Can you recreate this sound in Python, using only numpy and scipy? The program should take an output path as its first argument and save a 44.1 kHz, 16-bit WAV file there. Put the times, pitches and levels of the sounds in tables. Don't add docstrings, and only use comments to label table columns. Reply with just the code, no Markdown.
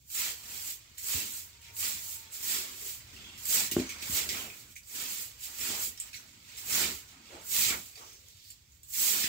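import sys
import numpy as np
from scipy import signal
from scipy.fft import rfft, irfft, next_fast_len
from scipy.io import wavfile

SR = 44100
rng = np.random.default_rng(int(sys.argv[2]) if len(sys.argv) > 2 else 0)


def dump_mix(stems):
    frames = np.atleast_2d(stems).T
    limited = np.clip(frames, -1, 1)
    pcm = np.round(limited * 32767).astype(np.int16)
    wavfile.write(sys.argv[1], SR, pcm)


def elevation(decibels):
    levels = np.asarray(decibels, float)
    return 10 ** (levels / 20)


N = 409235

# time in seconds, level in dB.
RUMBLE = [(0.0, -62.5), (1.14, -63.5), (1.29, -63.5), (1.89, -59.5), (2.35, -65), (3.07, -59.5),
          (3.64, -60), (4.29, -57), (4.91, -64.5), (5.81, -59), (6.23, -65), (6.93, -57), (7.21, -69),
          (7.65, -53), (7.91, -64.5), (9.28, -63.5)]
# frequency in Hz, level in dB per Hz.
AIR_COLOUR = [(13, -38), (22, -3), (43, -8), (76, -9), (97, -10.5), (177, -20.5), (280, -19), (520, -28),
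              (947, -33.5), (1600, -42), (1830, -44.5), (2690, -32), (3260, -31.5), (7230, -23),
              (9780, -40), (15600, -27.5)]
# time in seconds, pitch in Hz, level in dB.
CROW = [
    (1.36, 985, -81),
    (1.45, 975, -80),
    (1.53, 955, -82),
    (1.6, 933, -76),
    (1.78, 922, -77),
    (1.95, 915, -81),
    (2.1, 907, -74),
    (2.28, 896, -75),
    (2.4, 870, -90),
]
# frequency in Hz, time to fall 60 dB in seconds.
ROOM_ECHO = [(100, 0.29), (500, 0.21), (2000, 0.17), (6000, 0.14), (14000, 0.16)]
# start in seconds, peak in dB, contact frequency in Hz.
THUDS = [(0.91, -46, 150), (1.144, -20.5, 110), (1.95, -45, 200), (3.189, -43, 150), (3.717, -38.5, 500),
         (3.735, -37, 300), (3.766, -20, 2600), (3.785, -27.5, 503), (3.797, -33.5, 607),
         (3.817, -43.5, 500), (4.025, -47.5, 400), (4.095, -30, 203), (4.12, -18.5, 90), (5.7, -39.5, 300),
         (6.735, -51, 353), (7.347, -49, 447), (7.705, -38, 300), (9.24, -37, 300)]
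# frequency in Hz, level in dB, time to fall 60 dB in seconds.
LEDGE_TONES = [(97, -9.5, 0.1), (200, -17, 0.06), (253, -5.5, 0.09), (257, -16.5, 0.32), (291, -8, 0.1),
               (345, 4.5, 0.072), (340, -17, .32), (395, -9, 0.08), (572, -8, 0.06), (732, -19, 0.05),
               (1090, -9.5, 0.017), (1450, -11, 0.015), (1790, -17, .012)]
# start in seconds, peak in dB, ring in Hz, share of ring in dB.
SNAPS = [(0.1012, -30, 8000, -13), (0.9816, -25.5, 7200, -6), (1.4194, -42, 7030, -3),
         (1.6162, -41, 8220, -8), (1.7659, -26, 7300, -4), (2.3301, -38, 7450, 4), (3.454, -22, 7700, -3),
         (3.7128, -16, 5960, -9.5), (3.7185, -24, 7500, -1), (4.8726, -39, 7600, 3), (5.5, -40, 7720, -3),
         (5.9998, -29, 7660, 5.5), (6.3919, -53, 7330, -3), (6.57, -34, 7140, -7), (7.8594, -33, 7400, -4),
         (7.9124, -42, 7480, -6), (8.1294, -43, 7730, -3), (8.2094, -55, 5520, -3),
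         (8.2836, -38, 7050, -3.5), (8.3694, -44, 7210, -3), (8.5028, -36, 7360, 0), (8.72, -49, 6620, -1),
         (8.832, -38.5, 7360, 1.5)]
# start in seconds, peak in dB, ring in Hz, share of ring in dB.
PEBBLES = [(0.9744, -42, 3970, -2), (1.5294, -44, 4940, -8), (1.6661, -42, 2140, -2),
           (3.1632, -39, 2780, 3), (3.3764, -35, 3240, -8), (3.892, -27, 6060, 1), (3.985, -34, 2440, -8),
           (4.0235, -28, 2410, -5), (4.29, -17.5, 7300, -5), (4.3695, -24.5, 2510, -9),
           (4.4994, -44, 2440, -3), (4.763, -34.5, 2380, -1), (4.832, -44, 4930, -4),
           (5.9754, -34, 5320, -1), (6.13, -35.5, 2600, -1), (6.1437, -36, 4300, -4),
           (7.089, -39, 3030, -10), (7.3188, -49, 2190, 0), (7.7043, -21, 2250, 0), (7.955, -38, 4660, 1),
           (8.449, -41.5, 4720, -6), (9.2397, -20, 1920, -6)]
# start in seconds, length in
# seconds, level in dB, ring in Hz, width of the ring in Hz.
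SCUFFS = [(3.12, 0.3, -63, 3310, 350), (3.15, 0.32, -69, 2680, 290), (3.13, 0.14, -71, 4700, 530),
          (4.3, .2, -59, 2580, 810), (6.4, .25, -69, 4000, 1100), (1.1, .08, -71, 240, 140),
          (3.77, 0.046, -53, 650, 250), (5.76, .16, -67.5, 270, 220), (2.8, 0.121, -70, 395, 40),
          (2.5, .16, -70, 256, 86), (2.52, .14, -67, 386, 50), (3.0, .45, -70.5, 233, 180),
          (3.5, .18, -61.5, 210, 140), (6.0, .6, -76, 230, 136), (7.72, .12, -68.5, 185, 100),
          (7.95, .06, -69, 770, 700), (7.985, .07, -63, 1070, 360), (7.92, .06, -70, 2370, 400),
          (9, .07, -61.5, 4800, 1800), (8.42, 0.13, -67.5, 4600, 1400), (4.32, .06, -56, 2350, 260),
          (4.49, .06, -65, 2450, 350), (6.44, .14, -69, 2500, 500), (4.45, .3, -73, 220, 210),
          (1.62, .08, -66, 3000, 1700), (4.0, .06, -60, 2400, 500), (6.71, .23, -53.5, 274, 300),
          (7.1, 0.18, -69.5, 200, 140), (1.12, .16, -63.5, 295, 220), (4.1, .35, -60, 290, 320),
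          (5.74, .12, -61, 1250, 1100), (9.12, .15, -63, 780, 400), (.12, .2, -57, 2240, 860),
          (4.3, .22, -61, 440, 660), (5.64, .16, -57.5, 600, 500), (7.28, .14, -59, 570, 610),
          (7.95, 0.28, -65.5, 5900, 1400), (2.3, .6, -72.5, 360, 15), (8.15, .5, -70, 4500, 3100)]
# start in seconds, dying time in seconds, level in dB,
# ring in Hz, width of the ring in Hz.
SCRAPES = [(3.718, .04, -46, 2900, 600), (3.865, .15, -56, 6100, 200), (3.893, .05, -50, 2420, 500),
           (4.291, 0.071, -47, 2160, 500), (4.296, 0.044, -46, 5200, 700), (4.293, .04, -50, 7300, 900),
           (4.374, .03, -54, 4500, 5000), (4.756, .05, -54, 7000, 2200), (4.83, .03, -63, 6500, 2500),
           (6.0, .06, -50, 7720, 300), (6.02, .04, -64, 5100, 300), (6.14, .1, -61, 4050, 500),
           (6.13, 0.13, -67, 1600, 300), (4.372, .04, -54, 1200, 500), (4.395, .06, -51, 3220, 500),
           (4.497, .05, -60, 2400, 500), (4.757, 0.037, -59, 2380, 400), (6.13, .03, -58, 5000, 3000),
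           (6.142, 0.05, -55, 2400, 600), (6.155, 0.063, -54, 5800, 900), (6.158, 0.035, -59, 7800, 600),
           (7.7, 0.049, -49, 2300, 700), (8.0, .3, -69, 454, 300), (8.832, .04, -68, 4200, 1200),
           (9.238, .05, -49, 1900, 500), (3.79, .03, -56, 1750, 500), (3.79, .03, -58, 700, 300)]
# frequency in Hz, level in dB per Hz.
STRAW_COLOUR = [(150, -2.5), (350, -12.5), (700, -15), (1400, -9.5), (2200, -6.5), (3500, -8.5),
                (5500, -6.5), (6600, -4), (7600, 2), (8300, -4), (8900, -8.5), (10600, -7.5), (13000, -3),
                (15700, 0)]
# time in seconds, level in dB, weight on the floor in dB.
SHUFFLE = [(0, -72, -7.5), (.5, -56, 4.5), (.78, -61, -0.5), (.95, -63, 1), (1.5, -62, 2.5),
           (1.75, -61, -4), (2.05, -60, 2), (2.3, -58, 2.5), (3.1, -58, 2), (4.0, -50, 3.5),
           (4.5, -56.5, 2.5), (4.85, -73.5, -2), (5.53, -56.5, 1.5), (5.95, -59, -3), (6.38, -62.5, 0.5),
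           (7.2, -63, 5), (7.9, -59.5, -1.5), (8.4, -67.5, -4.5), (8.8, -73.5, 0)]
# fastest moment in seconds, rise in seconds, fall in seconds,
# hiss in dB, weight on the floor in dB.
PUSHES = [(.175, 0.091, 0.19, -31.5, 0), (1.12, .13, 0.2, -31, 1), (1.81, 0.07, 0.22, -31.5, 0),
          (2.52, 0.17, 0.16, -31, 0.5), (3.54, 0.12, 0.13, -25, -1), (4.16, 0.13, 0.1, -30, 1.5),
          (4.98, 0.13, 0.35, -39, 4), (5.66, 0.16, 0.2, -35, 3.5), (6.76, 0.13, .19, -29, 5),
          (7.58, 0.13, 0.21, -26, -0.5), (9.03, .13, 0.3, -26, -4)]
FLICKS = [(.28, 0.11, 0.078, -41, 6.5), (.53, 0.23, 0.16, -46, 2.5), (.7, 0.31, 0.077, -37.5, -1.5),
          (1.37, 0.28, 0.12, -40, -2.5), (2.12, 0.29, 0.12, -39, -4), (2.7, 0.096, 0.13, -46.5, 5.5),
          (2.89, 0.19, 0.12, -38, -2), (3.67, 0.11, .02, -38, 2), (4.39, 0.37, .17, -42, 0),
          (4.71, 0.054, 0.06, -54.5, 2), (5.22, 0.33, 0.071, -38, -3), (5.84, 0.13, 0.077, -32.5, -4),
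          (6.06, 0.059, 0.094, -56, 7), (6.96, 0.12, 0.1, -49.5, -14), (7.86, 0.11, 0.11, -52, -3),
          (8.13, .1, 0.044, -60, 7), (8.3, .1, .1, -63, -1), (8.75, 0.12, .1, -66, -1),
          (9.2, 0.24, 0.1, -35, 4.5)]
TOUCHES = [(.985, 0.013, .15, -42.5, -3), (1.65, 0.054, 0.16, -62, 12), (2.35, 0.046, 0.091, -41, -4.5),
           (3.2, 0.21, 0.23, -61.5, 8), (3.38, .01, .1, -46.5, -3), (3.714, .002, 0.03, -30, 2),
           (3.8, 0.071, 0.085, -45, 8), (3.895, 0.008, 0.073, -44.5, 6.5), (4.025, 0.03, 0.069, -44.5, 7),
           (4.293, 0.004, 0.16, -38, 6), (4.6, .1, 0.093, -51, -2.5), (4.765, .015, 0.025, -46.5, -5),
           (5.45, 0.071, 0.11, -40.5, -1), (6.0, 0.011, 0.091, -47, 1.5), (6.145, 0.02, 0.11, -49.5, 2),
           (6.3, .05, .08, -63, 5), (6.55, 0.17, 0.12, -58, 8.5), (6.58, 0.024, 0.12, -43, 1),
           (7.1, 0.08, 0.087, -59.5, 4), (7.36, 0.19, 0.16, -63, 15), (7.695, 0.11, 0.035, -37, 9),
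           (7.965, .02, 0.27, -55, 5.5), (8.95, 0.034, .1, -38.5, 1.5), (5.88, 0.071, 0.033, -47, -1),
           (8.51, 0.13, .05, -56, -8), (9.245, 0.041, 0.066, -38.5, 11)]
# roundness of rise, roundness of fall, grit share in dB,
# grit lag in seconds, drag share in dB, drag lag in seconds, drag in dB per dB of weight.
PUSH_KIND = (1.83, 1.5, -8, 0.0271, -21.5, 0.02, 1.5)
FLICK_KIND = (1.65, 1.45, -9.5, 0, -21, -0.02, 1.5)
TOUCH_KIND = (2.5, 1, -6.5, 0.004, -19, 0.05, 1.3364)
# time in seconds, left over right in dB.
PLACE = [
    (0, -2.5),
    (2, -2.5),
    (3.6, -3),
    (4.5, -4),
    (6.5, -4.5),
    (7.7, -4),
    (8.2, -3.5),
    (8.7, -5.5),
    (9.28, -4.4),
]
# frequency in Hz, left over right in dB.
LEFT_OVER_RIGHT = [(60, 2), (300, .5), (800, -1), (1500, -3.3), (6000, -3.6), (13000, -4.5)]

ECHO_EDGES = 40 * 2 ** np.arange(10)
STEP, HOP = 512, 256
SWING_DB = 20


def rms_one(x):
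    return x / np.sqrt(np.mean(x ** 2) + 1e-20)


def in_time(rows):
    s, *columns = np.transpose(rows)
    return [np.interp(np.arange(N) / SR, s, column) for column in columns]


def at_hz(points, hz):
    table_hz, values = np.array(points).T
    return np.interp(np.log(hz), np.log(table_hz), values)


def coloured(x, points):
    size = next_fast_len(N, real=True)
    hz = np.maximum(np.arange(size // 2 + 1) * SR / size, 1)
    return irfft(rfft(x, size) * elevation(at_hz(points, hz)), size)[..., :N]


def band(x, low_hz, high_hz):
    edges = [low_hz, min(high_hz, .45 * SR)]
    return signal.sosfilt(signal.butter(2, edges, "band", fs=SR, output="sos"), x)


def drift(rate):
    r = np.exp(-80 * np.pi * rate / SR)
    noise = rng.standard_normal(N // 40 + 2002)
    slow = signal.lfilter([1], [1, -2 * r, r * r], noise)[2000:]
    return np.interp(np.arange(N) / 40, np.arange(len(slow)), rms_one(slow))


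def ring(clicks, hz, t60):
    r = elevation(-60 / (t60 * SR))
    w = 2 * np.pi * hz / SR
    return signal.lfilter([0, np.sin(w)], [1, -2 * r * np.cos(w), r * r], clicks + 1e-18)


def outdoors(hiss_db=-68):
    air = coloured(rng.standard_normal((2, N)), AIR_COLOUR)
    low = signal.sosfilt(signal.butter(4, 135, fs=SR, output="sos"), air)
    rumble = rms_one(low) * elevation(in_time(RUMBLE)[0] + 6.5 + drift(3.6))
    return rumble + elevation(hiss_db) * rms_one(band(air, 144, 19000))


def cockerel():
    pitch_hz, db = in_time(CROW)
    phase = 2 * np.pi * np.cumsum(pitch_hz * (1 + .004 * drift(30))) / SR
    start, end = CROW[0][0], CROW[-1][0]
    sounding = np.interp(np.arange(N) / SR, [start - .05, start, end, end + .05], [0, 1, 1, 0])
    return sounding * elevation(db + 5.0 + 2.6 * drift(13)) * np.sin(phase)


def thuds():
    push = np.zeros(N + SR)
    for s, db, contact_hz in THUDS:
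        contact = np.hanning(round(SR / contact_hz) + 2)
        at = round(s * SR)
        push[at:at + len(contact)] += elevation(db) * contact / contact.sum()
    return -sum(elevation(db - 2.0) * ring(push[:N], hz, t60) for hz, db, t60 in LEDGE_TONES)


def ticks(snap_db=8.0):
    out = np.zeros(N + SR)
    age = np.arange(SR // 5) / SR
    pieces = [(*row, 0.011, 5.5) for row in SNAPS] + [(*row, 0.012, -5) for row in PEBBLES]
    for s, db, hz, ring_db, rattle_s, top_db in pieces:
        shape = elevation(snap_db) * np.exp(-age / 0.0015) + np.exp(-age / max(rattle_s, .002))
        rattle = rng.standard_normal(len(age)) * shape
        rattle[0] = elevation(snap_db + 10.5)
        top = band(rattle, 11000, 21000)
        crackle = band(rattle, 2120, 7300) - elevation(top_db - 4.0) * top
        body = band(rattle, hz / 1.06, hz * 1.06)
        sound = crackle / crackle.max() + elevation(ring_db - 2.0) * body / body.max()
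        at = round(s * SR)
        out[at:at + len(age)] += elevation(db - 5) * sound
    return out[:N]


def scuffs(rough_db=1.5):
    out = np.zeros(N + SR)
    rough = elevation(rough_db * drift(28))
    for rows, bites in ((SCUFFS, False), (SCRAPES, True)):
        for s, length, db, hz, width_hz in rows:
            at = round(s * SR)
            size = round(length * SR * (2 if bites else 1))
            noise = rng.standard_normal(SR)
            rub = band(noise, max(hz - width_hz / 2, 20), hz + width_hz / 2)[-size:]
            if bites:
                shape = elevation(-2 * SWING_DB * np.arange(size) / size)
            else:
                shape = np.sqrt(np.hanning(size))
            out[at:at + size] += elevation(db) * rms_one(rub) * shape
    return out[:N] * rough


def swings(rows, round_in, round_out, share_db=0, lag_s=0, per_weight=0):
    s, rise, fall, db, weight_db = np.transpose(rows)[:, :, None]
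    grid = np.arange(0, N + STEP, STEP // 8) / SR
    age = grid - s - lag_s
    lift_share = 0.91 if per_weight else 1
    before = np.abs(age / rise) ** round_in
    after = np.abs(age / fall / lift_share) ** round_out
    away = np.where(age < 0, before, after)
    power = elevation(db + share_db + per_weight * weight_db - SWING_DB * away) ** 2
    return np.interp(np.arange(N) / SR, grid, power.sum(axis=0))


def contact():
    db, weight_db = in_time(SHUFFLE)
    hiss, grit, drag = elevation([db - 4 - weight_db, db, db - 11 + weight_db]) ** 2
    for rows, kind in ((PUSHES, PUSH_KIND), (FLICKS, FLICK_KIND), (TOUCHES, TOUCH_KIND)):
        round_in, round_out, grit_db, grit_lag, drag_db, drag_lag, drag_weight = kind
        hiss = hiss + swings(rows, round_in, round_out)
        grit = grit + swings(rows, round_in, round_out, grit_db, grit_lag, 0.94)
        drag = drag + swings(rows, round_in, round_out, drag_db, drag_lag, drag_weight)
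    return np.sqrt([hiss, grit, drag])


def straw(slips_per_s=5000, spread_db=3.0, patchy_db=0.56):
    hiss_gain, grit_gain, drag_gain = contact()
    sizes = elevation(spread_db * np.minimum(rng.exponential(1, N), 3)) * rng.choice([-1, 1], N)
    slips = sizes * (rng.random(N) < slips_per_s / SR)
    tips = coloured(rms_one(slips) + 0.33 * rng.standard_normal(N), STRAW_COLOUR)
    clumps_db = 1.16 * drift(120)
    hiss = rms_one(band(tips, 6250, 18460)) * hiss_gain * elevation(patchy_db * drift(28))
    gritty = band(band(tips, 1790, 15700), 1580, 5220)
    grit = rms_one(gritty) * grit_gain * elevation(patchy_db * drift(16))
    dull = band(band(tips, 260, 5800), 303, 1610)
    drag = rms_one(dull) * drag_gain * elevation(3.0 + .5 * patchy_db * drift(11))
    slab = band(band(tips, 160, 420), 160, 420)
    boom = rms_one(slab) * drag_gain * elevation(-10.0 + patchy_db * drift(9))
    return elevation(clumps_db - 8.0) * (hiss - grit + drag - boom)


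def walls(x, count):
    age, size = np.arange(14 * STEP) / SR, 16 * STEP
    shape = (count, 2, len(age))
    tails = 0
    for low_hz, high_hz in zip(ECHO_EDGES, ECHO_EDGES[1:]):
        dying = elevation(-60 * age / at_hz(ROOM_ECHO, low_hz))
        tails = tails + band(rng.standard_normal(shape), low_hz, high_hz) * dying
    spots = rfft(tails / np.sqrt(np.mean(np.sum(tails ** 2, axis=2))), size)
    fade = np.sin(np.pi * (np.arange(2 * HOP) + .5) / (2 * HOP))
    padded = np.pad(x, (HOP, STEP + 2 * HOP))
    wet = np.zeros((2, N + STEP + 2 * size))
    for i in range(0, N + HOP, STEP):
        spectrum = 0
        for j in range(0, STEP, HOP):
            start = i + j
            moment = np.pad(padded[start:start + 2 * HOP] * fade, (j, 0))
            spectrum = spectrum + rfft(moment, size) * spots[start // HOP % count]
        wet[:, i:i + size] += irfft(spectrum, size)
    return wet[:, HOP:HOP + N]


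def scene():
    outside = cockerel() + outdoors()
    blows = band(band(thuds(), 62, 9000), 55, 12000)
    debris, rubs, sweep = ticks(), scuffs(), straw()
    near = sweep + elevation(5.0) * rubs + debris
    late = np.pad(near, (round(.00046 * SR), 0))[:N]
    into_room = elevation(8.0) * sweep + elevation(6.0) * rubs + elevation(1.5) * debris + elevation(-9.0) * blows
    echoes = walls(into_room, count=24)
    place_db = in_time(PLACE)[0]
    lean = elevation(.6 * (place_db - place_db.mean()) * [[.5], [-.5]])
    return lean * (np.array([near, late]) + echoes) + blows + outside


def low_pass(x):
    return signal.sosfilt(signal.butter(12, 16990, fs=SR, output="sos"), x)


def record(dry):
    mid, side = (dry[0] + dry[1]) / 2, (dry[0] - dry[1]) / 2
    mono_below_hz = 197
    side_colour = [(30, -7), (70, -12), (140, -19), (mono_below_hz, -14), (mono_below_hz * 5.7, 0)]
    side = coloured(side, side_colour)
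    left_colour = [(hz, db / 2) for hz, db in LEFT_OVER_RIGHT]
    right_colour = [(hz, -db / 2) for hz, db in LEFT_OVER_RIGHT]
    ports = np.array([coloured(mid + side, left_colour), coloured(mid - side, right_colour)])
    ports = signal.sosfilt(signal.butter(4, 58, "high", fs=SR, output="sos"), ports)
    ports = signal.sosfilt(signal.ellip(12, .5, 80, 15740, fs=SR, output="sos"), ports)
    return low_pass(ports)


dry = scene()
out = record(dry)
dump_mix(out)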